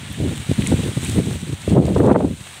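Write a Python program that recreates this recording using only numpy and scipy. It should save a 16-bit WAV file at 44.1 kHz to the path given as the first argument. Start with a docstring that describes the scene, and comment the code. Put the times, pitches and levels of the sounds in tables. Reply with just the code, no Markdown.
"""A leafy hiss and a low rumble of wind, heard among the fronds of a coconut palm in a grassy field. Leaflets
hiss and tick as they touch one another, and a few close ones scrape or snap. Gusts sweep turbulent eddies over
the microphone, which picks up their pressure as buffeting. Twice, slow pushes of air too low to hear drive a
limiter, which ducks the rustle along with the wind."""
import sys
import numpy as np
from scipy import signal
from scipy.fft import rfft, irfft
from scipy.io import wavfile
from scipy.ndimage import uniform_filter1d, minimum_filter1d, map_coordinates

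SR = 44100
rng = np.random.default_rng(int(sys.argv[2]) if len(sys.argv) > 2 else 0)


def master(y):
    """Save y as 16-bit WAV."""
    cut = np.clip(np.atleast_2d(y).T, -1, 1)
    pcm = np.round(cut * 32767)  # scale
    wavfile.write(sys.argv[1], SR, pcm.astype(np.int16))


N = 114660

# spectrum of leaflets in contact: frequency_hz, gain_db
LEAF_SPECTRUM = [(60, 8), (300, -8), (700, -3.5), (1300, -3.5), (2000, -1), (2700, -0.5), (3800, -.5),
                 (4400, -6.5), (5000, -11.5), (6200, -8.5), (7400, -6), (8500, -0.5), (9400, -6.5),
                 (10500, -14), (12500, -19.5), (15500, -20.5)]


def amp(db):
    """Amplitude ratio of a level: tenfold for every 20 dB."""
    return 10 ** (np.asarray(db) / 20)


def unit(x):
    """Normalisation to an rms of 1."""
    return x / np.sqrt(np.mean(x ** 2) + 1e-20)


def follow(rows):
    """Linear interpolation of each column of a time table, sample by sample."""
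    time_s, *columns = np.transpose(rows)
    return [np.interp(np.arange(N) / SR, time_s, column) for column in columns]


def colour(x, points, scale=1):
    """Spectral shaping by a gain curve in dB, whose frequencies are multiplied by scale."""
    frequency, gain_db = np.transpose(points)
    hz = np.fft.rfftfreq(len(x), 1 / SR) + 1e-3
    return irfft(rfft(x) * amp(np.interp(np.log(hz), np.log(frequency * scale), gain_db)), len(x))


def wander(cutoff_hz):
    """Low-passed noise: a smooth random fluctuation with an rms of 1."""
    lowpass = np.exp(-(np.fft.rfftfreq(N, 1 / SR) / cutoff_hz) ** 2)
    return unit(irfft(rfft(rng.standard_normal(N)) * lowpass, N))


def bump(centre_s, half_s):
    """A Gaussian pulse that falls to 1/e at half_s from its centre."""
    return np.exp(-((np.arange(N) / SR - centre_s) / half_s) ** 2)


def contacts(per_s, spread_db, decay_s):
    """Shot noise: random touches each excite a decaying burst, a few far louder than the rest."""
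    touches = (rng.random(N) < per_s / SR) * amp(spread_db * np.minimum(rng.exponential(1, N), 4))
    envelope = signal.lfilter([1], [1, -np.exp(-1 / (decay_s * SR))], touches)
    return unit(envelope * rng.standard_normal(N))


def rustle():
    """Incoherent summation: many far leaflets merge into hiss, while nearer ones tick and crackle."""
    # rustle of the crown: time_s, level_db, extra_treble_db
    crown = [(0, -36.5, -4), (.3, -35.5, -1.5), (.55, -33.5, -2), (.66, -32, 0), (.8, -32.5, -0.5),
             (.97, -34.5, 0), (1.06, -32.5, 3), (1.13, -32, 1.5), (1.22, -35.5, 1), (1.34, -36.5, 2),
             (1.43, -38, 0.5), (1.57, -38.5, -1), (1.7, -34.5, -2), (1.9, -39, -0.5), (2.1, -42, -0.5),
             (2.22, -42, -1), (2.32, -44, 2.5), (2.45, -38.5, 0), (2.6, -39, -1)]
    # spectrum of the dry crackle: frequency_hz, gain_db
    dry_spectrum = [(300, -17), (2000, -4.5), (3600, 1), (5000, -10), (8500, 2.5), (11000, -16),
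                    (15000, -14)]
    level_db, treble_db = follow(crown)
    spectrogram = signal.stft(rng.standard_normal(N), nperseg=256)[2]
    # the hiss is slightly patchy in both frequency and time
    patches = uniform_filter1d(rng.standard_normal(spectrogram.shape), size=7, axis=0)
    patch_db = 0.73 * unit(uniform_filter1d(patches, size=6, axis=1))
    hiss = unit(signal.istft(spectrogram * amp(patch_db))[1][:N])
    ticks = amp(-9) * contacts(per_s=900, spread_db=6, decay_s=0.00089)  # leaflet tips touching
    crackle = contacts(per_s=70, spread_db=8, decay_s=0.0012)
    leaves = unit(colour(hiss + ticks, LEAF_SPECTRUM)) + amp(-16) * unit(colour(crackle, dry_spectrum))
    treble = signal.sosfiltfilt(signal.butter(2, 5000, "high", fs=SR, output="sos"), leaves)
    flutter_db = 0.62 * wander(cutoff_hz=30)
    return (leaves + (amp(treble_db) - 1) * treble) * amp(level_db + flutter_db)


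def buffet():
    """Frozen turbulence: fixed eddies sweep over the microphone; faster air is louder and brighter."""
    # wind at the microphone: time_s, relative_pressure_db, eddy_rate_hz
    wind = [(0, -33, 150.9), (.17, -33, 150.7), (.215, -17.5, 260), (.29, -22, 259.5), (.36, -29, 169.2),
            (.45, -34, 140.4), (.55, -34.5, 151.1), (.63, -24.5, 189.2), (.72, -15.5, 210.9),
            (.79, -25, 187.2), (.88, -23.5, 240.8), (.94, -30.5, 169.1), (1.10, -27.5, 169.2),
            (1.18, -13, 226), (1.24, -27.5, 187.7), (1.31, -22.5, 230.8), (1.40, -34, 159),
            (1.52, -32, 170.5), (1.59, -36, 150.3), (1.665, -35.5, 150.8), (1.683, -16.5, 179.8),
            (1.742, -9.5, 329.4), (1.785, -2.5, 411), (1.825, -14, 319.6), (1.93, -19, 260.7),
            (2.01, -21.5, 399.8), (2.05, -11.5, 410.1), (2.10, -14, 580), (2.18, -14, 418.8),
            (2.225, -21, 379.7), (2.28, -23, 230.8), (2.335, -28, 191.9), (2.375, -40, 151.4),
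            (2.47, -45.5, 151), (2.6, -45.5, 152.4)]
    # brief puffs, negative for a lull: centre_s, half_length_s, rise_db, speed_up_octaves
    puffs = [(0.106, 0.014, 6.5, -0.15), (0.393, 0.01, 10.5, -0.13), (0.494, 0.0072, 18.5, 0.63),
             (0.516, 0.013, 18.5, 0.31), (0.515, 0.0019, 7, 0.65), (.594, 0.016, 18.5, 0.24),
             (0.721, .008, 5, 0.31), (0.74, 0.003535, 16.5, 0.87), (0.798, 0.0097, 10.5, 0.28),
             (0.858, 0.0091, 4.5, -0.024), (0.889, 0.0078, 7, 0.42), (0.974, 0.0097, 14.5, 0.27),
             (1.034, .008, 15, 0.22), (1.092, 0.0089, 12.5, 0.061), (1.165, 0.0089, 1.5, 0.25),
             (1.187, 0.004, 4.5, 0.55), (1.27, 0.0049, 8, 0.68), (1.354, .007, 12.5, 0.078),
             (1.427, 0.009, 11.5, 0.018), (1.494, 0.01039, 11.5, 0.41), (1.531, 0.0081, 19.5, 0.17),
             (1.679, 0.0041, 8, 0.887), (1.8, 0.0082, 5, -0.48), (1.857, 0.0037, 3, 0.55),
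             (1.965, 0.0084, 13.5, 0.36), (2.006, .012, 11, 0.22), (2.061, 0.0083, 1, 0.31),
             (2.091, 0.00765, 2.5, .15), (2.103, 0.0029, -3, 0.78), (2.116, 0.00603, 6.5, -0.39),
             (2.134, 0.0059, -7, -0.93), (2.148, 0.0048, 3, 0.77), (2.161, 0.004, 12.5, 0.91),
             (2.193, 0.01, -5.5, -0.2), (2.209, .007, 0, .7), (2.249, 0.0083, 7, .1),
             (2.309, 0.00405, 11, 0.69), (2.409, .01, 14, -0.015)]
    # turbulence spectrum: multiple_of_eddy_rate, gain_db
    eddy_spectrum = [(.1, 3.5), (.5, 2.5), (1, -2), (1.5, -10), (2.2, -18), (3.2, -31), (5, -45), (10, -97),
                     (30, -95)]
    swirl_db, swirl_octaves, evenness, steps_per_eddy = 1.53, 0.15, 0.72, 128
    wind_db, eddy_hz = follow(wind)
    puff_db, puff_octaves = sum(np.outer([rise_db, octaves], bump(centre_s, half_s))
                                for centre_s, half_s, rise_db, octaves in puffs)
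    swirl = wander(cutoff_hz=132)  # quick unsteadiness of the flow
    rate_hz = eddy_hz * 2 ** (puff_octaves + swirl_octaves * swirl)
    eddies = unit(colour(rng.standard_normal(2 * N), eddy_spectrum, SR / steps_per_eddy))
    local_power = uniform_filter1d(abs(signal.hilbert(eddies)) ** 2, size=256)
    eddies = unit(eddies / local_power ** (evenness / 2))  # partly evens out chance swells
    position = np.cumsum(rate_hz) / SR * steps_per_eddy
    pressure = map_coordinates(eddies, [position], order=3, mode="wrap")
    return pressure * amp(2 + wind_db + puff_db + swirl_db * swirl)


def leaflet_strikes():
    """Friction and impact: close, stiff leaflets scrape or snap in short bursts of band-limited noise."""
    # close contacts: centre_s, half_length_s, level_db, centre_hz, width_octaves
    strikes = [(0.127, .006, -42, 13000, 0.36), (.622, 0.0023, -25.5, 2420, 0.4),
               (.666, 0.0033, -26, 2440, 0.32), (.672, 0.00091, -25.5, 6000, 1),
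               (0.6733, 0.00099, -16.5, 8500, 0.29), (0.837, 0.0044, -31.5, 3500, 0.61),
               (1.035, 0.0011, -32, 9120, .6), (1.05, 0.0047, -28.5, 8200, 0.28),
               (1.06, 0.0067, -31.5, 2500, 0.2), (1.098, .002, -25, 7900, 0.8),
               (1.343, 0.0021, -45, 13960, 0.28), (1.619, 0.0031, -35.5, 6040, 0.68),
               (1.855, 0.0028, -34, 4977, 0.67), (1.95, .005, -36.5, 3992, 0.65),
               (1.996, 0.0019, -47, 13900, 0.21)]
    hz = np.fft.rfftfreq(N, 1 / SR) + 1
    sound = np.zeros(N)
    for centre_s, half_s, level_db, centre_hz, width_octaves in strikes:
        band = np.exp(-.5 * (np.log2(hz / centre_hz) / width_octaves) ** 2)
        swell = bump(centre_s, half_s)
        scrape = swell * irfft(rfft(colour(rng.standard_normal(N), LEAF_SPECTRUM)) * band, N)
        sound += amp(level_db) * scrape * np.linalg.norm(swell) / (np.linalg.norm(scrape) + 1e-12)
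    return sound


def surges():
    """Infrasound: slow pushes of air, too low to hear, that load the limiter."""
    # pressure pulses: centre_s, half_length_s, peak_db
    pushes = [(1.768, 0.039, 4.5), (2.15, 0.019, 6.5)]
    return sum(amp(peak_db) * bump(centre_s, half_s) for centre_s, half_s, peak_db in pushes)


def scene():
    """Superposition: the pressures of wind and leaves add at one microphone."""
    return (buffet() + rustle() + leaflet_strikes() + surges())[None]


def record(dry):
    """Look-ahead limiting: peaks turn the whole sound down; filters then cut the bass and top treble."""
    ceiling_db, recovery_db_per_s = 2, 167
    bass_cut_hz, treble_cut_hz = 81.7, 15700
    excess_db = np.maximum(20 * np.log10(abs(dry[0]) + 1e-9) - ceiling_db, 0)
    recovery_db = np.arange(N) * recovery_db_per_s / SR
    duck_db = recovery_db - np.maximum.accumulate(excess_db + recovery_db)
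    # the gain eases down over the 4 ms before a peak
    limited = dry * amp(uniform_filter1d(minimum_filter1d(duck_db, size=180), size=180))
    thinned = signal.sosfilt(signal.butter(4, bass_cut_hz, "high", fs=SR, output="sos"), limited)
    lowpass = signal.firwin(511, treble_cut_hz, window=("kaiser", 9), fs=SR)
    return signal.oaconvolve(thinned, lowpass[None], "same")


dry = scene()
out = record(dry)
master(out)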